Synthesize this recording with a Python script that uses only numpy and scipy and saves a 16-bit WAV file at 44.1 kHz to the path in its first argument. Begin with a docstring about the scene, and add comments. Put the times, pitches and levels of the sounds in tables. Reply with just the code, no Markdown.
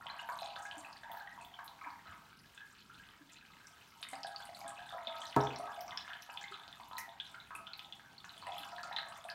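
"""Short plops and sharp splats run throughout: thick juice drips from a sieve into an empty steel bowl on a stone table.
Each drop is a brief decaying sine with an impact tick, small drops are a random patter, and spray is bursts of noise.
The drops ring the bowl through resonators; a full jar set down once thuds by shaking table, jar and bowl.
Soft low bumps from hands and feet join in, and a hard-walled kitchen answers with a noise-built tail.
A phone a metre or two away hears it over a faint, unsteady room hush."""
import sys
import numpy as np
from scipy import signal
from scipy.fft import rfft, irfft
from scipy.io import wavfile
from scipy.ndimage import uniform_filter1d

SR = 44100
rng = np.random.default_rng(int(sys.argv[2]) if len(sys.argv) > 2 else 0)


def wav_out(sig):
    """Save sig, one row per channel (or a flat mono array), as 16-bit PCM at SR to the path in sys.argv[1]."""
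    wavfile.write(sys.argv[1], SR, np.round(np.clip(np.atleast_2d(sig).T, -1, 1) * 32767).astype(np.int16))


N = 411894

# Heavy drops that land softly. Each row: start in seconds, relative level in dB, pitch in Hz,
# decay to 1 / e in cycles.
PLOPS = [(0.059, -33, 808, 1.5), (0.1, -36, 1090, 5.3), (0.101, -36.5, 1637, 5.7), (0.191, -44, 1120, 4.6),
         (0.193, -36, 1577, 5), (0.234, -41.5, 903, 6.2), (0.289, -23, 1098, 0.37), (0.419, -32, 713, 3),
         (0.562, -27.5, 804, 0.54), (0.563, -31, 1500, 1.8), (0.652, -33, 1616, 7.5),
         (0.748, -44, 700, 4.3), (0.79, -46, 625, 5), (0.812, -45.5, 1120, 8.2), (1.034, -34.5, 1650, 2.8),
         (1.044, -38.5, 870, 3.1), (1.096, -37.5, 900, 2.2), (1.141, -33, 810, 2.1), (1.17, -39, 827, 2.7),
         (1.171, -36, 1680, 4), (1.205, -39, 1560, 12), (1.274, -34.5, 1873, 7.9), (1.377, -35, 1003, 1.8),
         (1.589, -35.5, 1570, 3.6), (1.59, -37.5, 1105, 4.4), (1.816, -33.5, 1140, 1.6),
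         (1.84, -38, 1660, 3.8), (1.862, -32, 940, 2), (2.093, -44, 1700, 7.2), (2.06, -45, 1320, 6),
         (2.122, -37, 1270, 3.8), (2.576, -43.5, 1580, 7.6), (2.604, -41, 1656, 12),
         (2.897, -44.5, 1360, 12), (2.997, -46.5, 1624, 13), (4.029, -27.5, 2060, 0.33),
         (4.131, -28.5, 820, 0.41), (4.132, -41, 1660, 6.5), (4.133, -36, 2010, 4.7),
         (4.246, -30.5, 746, 3.4), (4.247, -37, 1600, 5.7), (4.315, -43, 1624, 8.5),
         (4.345, -40.5, 1240, 4.3), (4.401, -41.5, 1530, 6), (4.403, -38.5, 846, 4.1),
         (4.489, -36.5, 660, 3.5), (4.614, -37, 786, 2.8), (4.645, -37.5, 664, 4), (4.665, -41, 1633, 7.3),
         (4.792, -38, 1620, 4.3), (4.924, -37, 694, 1.8), (4.946, -29.5, 660, 1.4),
         (5.071, -34.5, 630, 4.4), (5.195, -37, 710, 1.2), (5.596, -32, 671, 2.5), (5.625, -51, 637, 5.3),
         (5.676, -35.5, 1100, 5.3), (5.765, -46, 1530, 5.4), (5.774, -37, 690, 2.6), (5.82, -39, 616, 2.2),
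         (5.881, -39, 1110, 2.2), (5.919, -32.5, 1035, 1.3), (5.921, -37, 2020, 7),
         (5.975, -37.5, 1730, 3.7), (6.048, -40, 1670, 3.6), (6.079, -24, 1560, 0.5), (6.1, -40, 1770, 10),
         (6.291, -33.5, 770, 0.54), (6.345, -40, 973, 5.4), (6.414, -39, 1654, 6.7),
         (6.44, -32.5, 2047, 7.6), (6.521, -37.5, 1280, 6.5), (6.544, -38.5, 1274, 4.3),
         (6.799, -36, 980, 1.2), (6.912, -31, 1020, 0.67), (6.982, -31.5, 1943, 15), (7.079, -42.5, 740, 3),
         (7.202, -44, 1610, 5.7), (7.343, -37, 1405, 4.1), (7.345, -43, 2120, 12),
         (7.507, -30.5, 1260, 0.44), (7.551, -33, 1145, 0.69), (7.674, -38.5, 1385, 6.6),
         (7.735, -41, 2160, 5), (7.996, -38.5, 1590, 1.1), (8.244, -31, 1440, 0.62),
         (8.425, -31.5, 1060, 0.71), (8.468, -35, 973, 4), (8.469, -40, 1990, 11), (8.489, -34, 730, 1.7),
         (8.632, -42, 1580, 6), (8.69, -49, 650, 4), (8.728, -38.5, 683, 3.4), (8.782, -32, 1700, 2.8),
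         (8.835, -30.5, 1330, 3.1), (8.911, -29.5, 805, 1.8), (8.916, -36, 1750, 5.4),
         (8.967, -29.5, 1860, 2.7), (8.986, -29.5, 1725, 4.7), (9.036, -38, 1606, 6.4),
         (9.121, -33.5, 1250, 3.1), (9.249, -33.5, 710, 2.7), (9.29, -34.5, 1640, 8.3)]
# Drops that burst on bare steel. Each row: start in seconds, relative level in dB, pitch in Hz,
# decay to 1 / e in cycles.
SPLATS = [(0.0677, -29.5, 3000, 2.2), (0.0987, -38, 4010, 20), (0.192, -34.5, 2740, 9.7),
          (0.3889, -33, 3700, 3.6), (0.41, -37, 3780, 4.2), (0.43, -39, 3840, 5.4),
          (0.46, -32.5, 3440, 1.9), (0.5044, -39, 3550, 2), (0.5589, -34, 3400, 3),
          (0.7123, -31.5, 2940, 2.4), (0.847, -38.5, 2550, 8.7), (0.929, -38.5, 4500, 2.1),
          (0.969, -41, 4330, 4), (1.1165, -39.5, 3200, 2.7), (1.2, -42, 3920, 2.6), (1.41, -46, 2540, 9.3),
          (1.4484, -40, 3250, 3.7), (1.5399, -41.5, 3110, 14), (1.6788, -34, 3770, 1.8),
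          (1.8126, -40.5, 2190, 9.7), (1.845, -37.5, 2190, 8), (1.904, -46, 4260, 3.2),
          (2.071, -46.5, 3870, 4), (2.577, -39.5, 3180, 2.6), (2.944, -47, 3470, 5.3),
          (3.089, -40, 3070, 0.86), (3.67, -40, 5530, 5), (4.0284, -25, 3360, 0.91),
          (4.155, -40.5, 4600, 4), (4.2327, -26.5, 4700, 1.7), (4.27, -35.5, 3600, 3),
          (4.361, -29, 4390, 6), (4.423, -43, 3300, 13), (4.548, -36, 4040, 5), (4.572, -46, 4300, 3),
          (4.606, -39.5, 4540, 2.8), (4.662, -45, 3280, 4.6), (4.68, -40.5, 3460, 2.5),
          (4.778, -40, 2600, 3.3), (4.8915, -36.5, 3440, 6), (4.923, -39.5, 3450, 4.6),
          (5.048, -45, 3650, 3.5), (5.0714, -25, 3480, 6.9), (5.1637, -40.5, 3400, 11),
          (5.2175, -31, 3170, 5.3), (5.255, -31.5, 3740, 2.5), (5.268, -37, 5570, 3.9),
          (5.4054, -32, 3530, 2.7), (5.411, -33.5, 5300, 5.5), (5.436, -39, 5500, 4.3),
          (5.452, -40, 5700, 5), (5.471, -32, 3340, 5.8), (5.5058, -32, 2500, 1.7),
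          (5.5603, -35, 5340, 6.3), (5.561, -36, 4020, 5.7), (5.7295, -45, 3280, 6.2),
          (5.746, -44, 3450, 5), (5.764, -44, 2820, 3.7), (5.8082, -36, 5230, 3.6), (5.811, -47, 3080, 4),
          (5.88, -37.5, 5460, 4.4), (5.9085, -31.5, 3240, 1.4), (5.974, -26, 5090, 8),
          (5.9745, -25, 3200, 3), (6.008, -37, 3780, 4.5), (6.079, -48, 3460, 3), (6.1006, -42, 3230, 4.5),
          (6.1335, -30, 3020, 1.4), (6.2223, -36.5, 5440, 2.7), (6.299, -37, 2600, 2.4),
          (6.374, -27, 3220, 3.2), (6.4816, -37.5, 3400, 5.5), (6.542, -33.5, 3630, 4.7),
          (6.5975, -43, 3380, 5.8), (6.635, -41.5, 3500, 4.4), (6.6792, -33, 3680, 0.69),
          (6.7276, -34.5, 3350, 2.8), (6.834, -44.5, 3460, 5), (6.915, -45, 3100, 3),
          (6.932, -38, 3600, 1.5), (6.969, -34.5, 3860, 4.7), (6.982, -33, 2150, 1.6),
          (7.092, -41, 3470, 4.3), (7.2002, -25.5, 3240, 4.6), (7.2544, -39, 3730, 3.5),
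          (7.227, -50, 3420, 3.8), (7.266, -39, 3400, 2.8), (7.401, -38.5, 3670, 8.2),
          (7.5527, -34.5, 2500, 6.2), (7.669, -31, 3180, 2.9), (7.734, -30, 4010, 5.6),
          (7.7934, -27.5, 3200, 0.78), (7.8466, -39, 3500, 5), (7.9244, -32.5, 3230, 4.9),
          (8.1806, -39.5, 4150, 9.1), (8.2034, -42, 3380, 5), (8.2933, -36.5, 3820, 5.1),
          (8.3395, -42, 3500, 4), (8.3779, -40, 3240, 5.1), (8.419, -41, 4200, 5.9),
          (8.468, -39.5, 2680, 4.2), (8.52, -37, 3230, 7.5), (8.558, -41, 3040, 5),
          (8.5822, -32, 3230, 6.4), (8.6318, -36, 3160, 5.4), (8.717, -44, 4600, 2.5),
          (8.764, -34.5, 3480, 1.1), (8.8316, -36.5, 4330, 5.5), (8.9268, -35, 3650, 4.4),
          (8.9635, -22, 3630, 5.9), (8.985, -25.5, 3940, 7.5), (9.002, -37, 3550, 6.6),
          (9.157, -47, 3360, 6), (9.21, -47, 3250, 6), (9.2415, -39.5, 3400, 2.7), (9.2866, -37, 2480, 3),
          (9.3007, -28.5, 4340, 2.3)]
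# Modes of the steel bowl. Each row: frequency in Hz, relative level in dB, decay by 60 dB in seconds.
BOWL_MODES = [(625, -6, .4), (662, -4, .4), (719, -2, .35), (768, -6, .25), (811, -1, .35), (863, -4, .35),
              (919, 0, .45), (954, 0, .4), (1014, -3, .4), (1081, -4, .4), (1122, -7, .3), (1152, -3, .4),
              (1284, -1, .5), (1385, -7, .3), (1470, -6, .3), (1540, -7, .25), (1650, -5, .25),
              (1700, -1, .3), (1755, -4, .2), (1985, -7, .25), (2170, -6, .22), (2350, -10, .2),
              (2670, -11, .18), (3050, -9, .15), (3380, -11, .12), (3560, -12, .12), (4120, -10, .15),
              (4470, -10, .15), (5300, -12, .12)]


def undb(db):
    """Definition of the decibel: an amplitude gain is ten to the power of dB / 20."""
    return 10 ** (np.asarray(db) / 20)


def unit(x):
    """Normalisation of power: scale a signal to rms 1."""
    return x / np.sqrt(np.mean(x ** 2))


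def wander(rate_hz):
    """Slow random modulation: normal values, each held 1 / rate_hz s, smoothed by a moving mean as long."""
    hold = int(SR / rate_hz)
    steps = np.repeat(rng.standard_normal(N // hold + 1), hold)
    return uniform_filter1d(steps, hold)[:N]


def butter(x, order, hz, kind):
    """Linear filtering: a Butterworth filter, flat in its pass band."""
    return signal.sosfilt(signal.butter(order, hz, kind, fs=SR, output="sos"), x)


def add_drop(out, s, db, hz, cycles, glide=0., tick=0., rise=0.5):
    """Damped oscillation: an impact tick and a sine that dies in a few cycles, rising as the cavity closes."""
    cycles = np.clip(cycles, .4, 40)
    turns = np.arange(int(5 * cycles * SR / hz) + 2) * hz / SR
    shape = np.exp(-turns / cycles) * (1 - np.exp(-turns / rise))  # rise is in cycles too
    wave = shape / shape.max() * np.sin(2 * np.pi * turns * (1 + glide * turns / cycles))
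    wave += tick * 2.0 * turns * np.exp(-turns / 0.55) * np.sin(2 * np.pi * 1.49 * turns)
    start = min(int(s * SR), N)
    out[start:start + len(wave)] += undb(db) * wave[:max(N - start, 0)]


def heavy_drops(table, glide, tick, rise, after_s, after_db):
    """Superposition of damped oscillations: each drop's tail follows in smaller beads of nearly its pitch."""
    beads_each, bead_spread = 5, 0.16  # count, and the share by which their pitch varies
    out = np.zeros(N)
    for (s, db, hz, cycles), beads in zip(table, rng.random((len(table), beads_each, 3))):
        add_drop(out, s, db, hz, cycles, glide, tick, rise)
        for late, size, pitch in beads:
            bead_db = db + after_db * (.5 + late + size)
            bead_hz = hz * (1 + bead_spread * (pitch - .5))
            add_drop(out, s + after_s * late, bead_db, bead_hz, max(cycles, 3), glide, 0, rise)
    return out


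def splash(table, fade_s, low_hz=0, high_hz=SR):
    """Exponential relaxation: the level of thrown droplets jumps with each drop of a pitch range and fades."""
    kicks = np.zeros(N)
    s, db, hz = np.transpose(table)[:3]
    np.add.at(kicks, (s * SR).astype(int), undb(db) * (hz > low_hz) * (hz <= high_hz))
    return signal.lfilter([1], [1, -np.exp(-1 / (fade_s * SR))], kicks)


def patter(low_hz, high_hz, cycles, count, sizes_db=13):
    """Superposition of random impacts: many small drops of random time, pitch and size; rms 1."""
    out = np.zeros(N)
    for when, pitch, size in rng.random((count, 3)):
        hz = low_hz * (high_hz / low_hz) ** pitch
        add_drop(out, when * N / SR, sizes_db * size, hz, cycles, tick=0.18)
    return unit(out)


def small_drops():
    """Amplitude modulation of patter: a slow dribble level plus droplets thrown by each heavy drop."""
    # The dribble between heavy drops. 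Each row: time in seconds, then the base levels in dB
    # of fat, middling and fine drops.
    dribble = [(0.0, -55, -52.5, -69.5), (0.34, -55.5, -69, -60.5), (0.91, -57, -59.5, -65.5),
               (1.22, -61, -64, -67.5), (1.69, -62.5, -63, -76.5), (1.98, -63.5, -57.5, -67.5),
               (2.68, -80.5, -66.5, -71.5), (3.61, -73.5, -62, -69), (4.06, -61, -67.5, -66.5),
               (4.27, -74, -71, -61), (4.63, -51, -58.5, -66.5), (5.33, -57, -51, -58.5),
               (5.62, -50, -54, -66.5), (6.43, -63.5, -60.5, -68.5), (8.27, -67, -70.5, -71),
               (8.59, -52, -56.5, -61), (9.03, -56, -63, -66), (9.34, -57, -58, -70)]
    s, *columns = np.transpose(dribble)
    fat_db, middling_db, fine_db = (np.interp(np.arange(N) / SR, s, db) for db in columns)
    split_hz = 1180  # deep plops lie below, high ones above
    deep = splash(PLOPS, 0.012, high_hz=split_hz)
    high = splash(PLOPS, 0.0091, low_hz=split_hz)
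    burst = splash(SPLATS, 0.011)

    fat_level = undb(fat_db) + undb(-17) * deep
    middling_level = undb(middling_db) + undb(-17.5) * deep + undb(-22) * high
    fine_level = undb(fine_db + 5.4 * wander(14)) + undb(-24.5) * burst + undb(-23.5) * high
    mist_level = undb(fine_db - 8.0 + 4.1 * wander(14))

    fat = fat_level * patter(624.6, 1182, 3.37, count=600)
    middling = middling_level * patter(1194, 2393, 4.1, count=700)
    fine = fine_level * patter(2505, 4430, 2.9, count=2000)
    mist = mist_level * patter(4220, 13300, 3.2, count=2500, sizes_db=12.4)
    return fat + middling, fine, mist


def spray():
    """Band-limited noise bursts: spray ticks on the rim around a pitch, then fizzes with random crackle."""
    # Fine spray. Each row: start in seconds, relative level in dB, pitch in Hz.
    spray_ticks = [(0.2882, -50, 11900), (0.6245, -48, 7340), (0.6537, -46, 7000), (0.7808, -42, 7700),
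                   (1.116, -44, 14000), (1.17, -49, 14300), (1.413, -50.5, 7750), (1.447, -51, 14100),
                   (1.6434, -47, 11900), (2.548, -54, 7540), (3.32, -49, 6700), (3.6706, -53, 8300),
                   (4.0156, -48.5, 9640), (4.087, -41.5, 9000), (4.1127, -42, 8400), (4.268, -45.5, 9400),
                   (4.453, -46.5, 9400), (4.5488, -49.5, 9100), (4.591, -49, 11400), (4.679, -39, 8300),
                   (5.216, -48, 7500), (5.436, -50, 6900), (5.5862, -49.5, 9500), (5.8086, -42.5, 14600),
                   (6.222, -49.5, 12100), (6.412, -46, 6300), (6.5136, -52.5, 7850), (6.884, -55, 12000),
                   (6.9822, -36.5, 5730), (6.9816, -43, 8200), (6.9817, -39, 11100), (6.9818, -42, 14300),
                   (7.472, -61, 9000), (7.5508, -43, 9500), (7.7752, -53, 12500), (8.2482, -48, 6460),
                   (8.379, -51.5, 8740), (8.4672, -50, 9300), (8.5805, -42.5, 11500), (8.8313, -43.5, 6040),
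                   (9.085, -47.5, 8700), (9.2409, -51.5, 8800), (9.2853, -52.5, 10600)]
    tick_s, fizz_s, fizz_db = 0.0016, 0.019, -12.5  # the tick dies by 1 / e in tick_s
    half_band = 2 ** (0.41 / 2)  # the band is 0.41 octave wide
    out, t = np.zeros(N + SR), np.arange(SR // 10) / SR
    noises = rng.standard_normal((len(spray_ticks), 2, len(t)))
    for (s, db, hz), (hiss, jumps) in zip(spray_ticks, noises):
        band = [hz / half_band, min(hz * half_band, .45 * SR)]
        crackle = undb(6.9 * np.repeat(jumps, SR // 1000)[:len(t)])  # a new level about every millisecond
        fizz = undb(fizz_db) * crackle * t / fizz_s * np.exp(1 - 2 * t / fizz_s)
        burst = unit(butter(hiss, 2, band, "band")) * (np.exp(-t / tick_s) + fizz)
        out[int(s * SR):int(s * SR) + len(t)] += undb(db) * burst
    return out[:N]


def ring(x, modes, place_db=0.):
    """Modal synthesis: one damped resonator a mode, in alternating sense; place_db varies their drive in time."""
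    out = 0
    for k, (hz, db, t60) in enumerate(modes):
        pole = np.exp(2j * np.pi * hz / SR - np.log(1000) / (t60 * SR))
        drive = x * undb(place_db * wander(12))  # each blow lands elsewhere
        out = out + (-1) ** k * undb(db) * signal.lfilter([1], [1, -pole], drive).imag
    return out


def drops():
    """Forced vibration: landing drops drive the bowl, which radiates little below its first mode."""
    fat_and_middling, fine, mist = small_drops()
    plops = heavy_drops(PLOPS, 0.0084, 0.22, rise=0.98, after_s=.085, after_db=-9)
    splats = heavy_drops(SPLATS, 0.021, 0.075, rise=1.37, after_s=.06, after_db=-12.5)
    soft, sharp = plops + fat_and_middling, splats + fine
    ringing = ring(undb(-56) * soft + undb(-49.0) * sharp, BOWL_MODES, place_db=3.5)

    bright = undb(-4.5) * sharp + mist + undb(-3.0) * spray()
    echo_s, echo_db = 0.002006, -9.5  # the far side of the bowl throws the bright sounds back
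    echo = undb(echo_db) * np.roll(bright, int(echo_s * SR))
    landing = undb(-6) * soft + bright + echo
    return butter(landing, 4, 540, "high"), butter(ringing, 4, 540, "high")


def jar(push_s=0.00072):
    """Impulsive excitation: a push shakes table, jar and bowl, and leaves a dull, noisy low rumble that dies away."""
    # The jar meets the table. Each row: start in seconds, relative level of the push in dB.
    jar_blow = [(5.364, -17)]
    # Modes of the table top. Each row: frequency in Hz, relative level in dB, decay by 60 dB in seconds.
    table_modes = [(75, -16, .6), (133, -1, .33), (200, -9, .2), (243, -6, .3), (269, -2, .3),
                   (300, -5, .2), (330, -7, .15), (415, 0, .45), (500, -11, .2)]
    # Modes of the full jar. Each row: frequency in Hz, relative level in dB, decay by 60 dB in seconds.
    jar_modes = [(308, -7, 0.097), (693, -13, 0.11), (941, 0, 0.083), (1310, -6.5, .1)]
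    (s, db), = jar_blow
    blow, push = np.zeros(N), np.hanning(max(int(push_s * SR), 4))
    blow[int(s * SR):int(s * SR) + len(push)] = undb(db) * push
    knock = butter(blow, 2, 200, "high")

    rumble_db, rumble_t60_s = -34.5, 0.39
    after = np.arange(N) / SR - s
    low_noise = unit(butter(rng.standard_normal(N), 3, [90, 1000], "band"))
    rumble_level = undb(rumble_db + 1.6 * wander(120) - 60 * np.abs(after) / rumble_t60_s)
    rumble = low_noise * (after > 0) * rumble_level

    shaking = undb(-25.5) * ring(blow, jar_modes) + undb(-35.5) * ring(blow, table_modes)
    shaking = shaking + undb(-39.5) * ring(blow, BOWL_MODES)
    return undb(-13) * knock + rumble, shaking


def bumps():
    """Damped low oscillation: soft bumps from hands and feet, all dying in the same time."""
    # Soft bumps. Each row: start in seconds, relative level in dB, pitch in Hz.
    bump_rows = [(0.768, -49.5, 295), (1.864, -54, 288), (2.082, -54.5, 85), (3.208, -53, 287),
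                 (4.125, -51.5, 268), (4.65, -55, 265), (5.073, -54, 238), (6.51, -53, 392),
                 (8.6, -57, 286)]
    dies_s = 0.017  # time to die by 1 / e
    out = np.zeros(N)
    for s, db, hz in bump_rows:
        add_drop(out, s, db, hz, dies_s * hz, glide=0.0029, rise=1.9)
    return undb(-3) * out


def room(first_s=0.00316, early_s=0.0075, early_db=7.5):
    """Diffuse reverberation: octave noise bands decay each at its own rate; near surfaces answer strongest."""
    # Decay of the kitchen. Each row: frequency in Hz, decay by 60 dB in seconds.
    room_t60 = [(100, 0.39), (1000, 0.69), (4000, 0.27), (16000, 0.27)]
    t, tail = np.arange(int(.8 * SR)) / SR, 0
    hz, t60 = np.transpose(room_t60)
    for f in 90 * 2. ** np.arange(8):
        band = butter(rng.standard_normal(len(t)), 2, [f / np.sqrt(2), f * np.sqrt(2)], "band")
        tail = tail + band * undb(-60 * t / np.interp(np.log(f), np.log(hz), t60))
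    tail = tail * (t > first_s) * undb(early_db * np.exp(-(t / early_s) ** 2))
    return tail / np.sqrt(np.sum(tail ** 2))  # unit energy


def hush():
    """Spectrally shaped noise: distant house noise whose lows and highs swell and flicker apart."""
    # Spectrum of the hush. Each row: frequency in Hz, relative spectral level in dB.
    hush_spectrum = [(15, -63), (25, 9.5), (60, 4), (197, 4), (706, -13), (878, -2), (1150, -7.5),
                     (1390, -2.5), (1880, -18), (2040, -7), (5720, -14.5), (10400, -22), (15700, -20)]
    hz, db = np.transpose(hush_spectrum)
    f = np.maximum(np.arange(N // 2 + 1) * SR / N, 1)
    noise = rfft(rng.standard_normal(N)) * undb(np.interp(np.log(f), np.log(hz), db))
    low = 1 / (1 + (f / 450) ** 4)  # share of the lows, crossing over at 450 Hz
    bass, rest = irfft(noise * low, N), irfft(noise * (1 - low), N)
    return undb(-65) * unit(bass * undb(2.2 * wander(6)) + rest * undb(1.5 * wander(9)))


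def scene():
    """Superposition of direct and reverberant sound: short sounds fill the room, rings are heard mostly straight."""
    room_db, rings_wet_db = -5.5, -5.5
    landing, ringing = drops()
    knock, shaking = jar()
    short, rings = landing + knock + bumps(), ringing + shaking
    into_room = short + undb(rings_wet_db) * rings
    reverberant = undb(room_db) * signal.fftconvolve(into_room, room())[:N]
    return (short + rings + reverberant + hush())[None]


def record(dry):
    """Filtering: weak deepest bass, a narrow dip near 10.4 kHz and a steep cut near 15.8 kHz."""
    thin = butter(dry, 2, 65, "high")
    thin = thin - 0.34 * signal.lfilter(*signal.iirpeak(10400, 14.0, fs=SR), thin)
    return signal.sosfilt(signal.ellip(10, .2, 60, 15800, fs=SR, output="sos"), thin)


dry = scene()
out = record(dry)
wav_out(out)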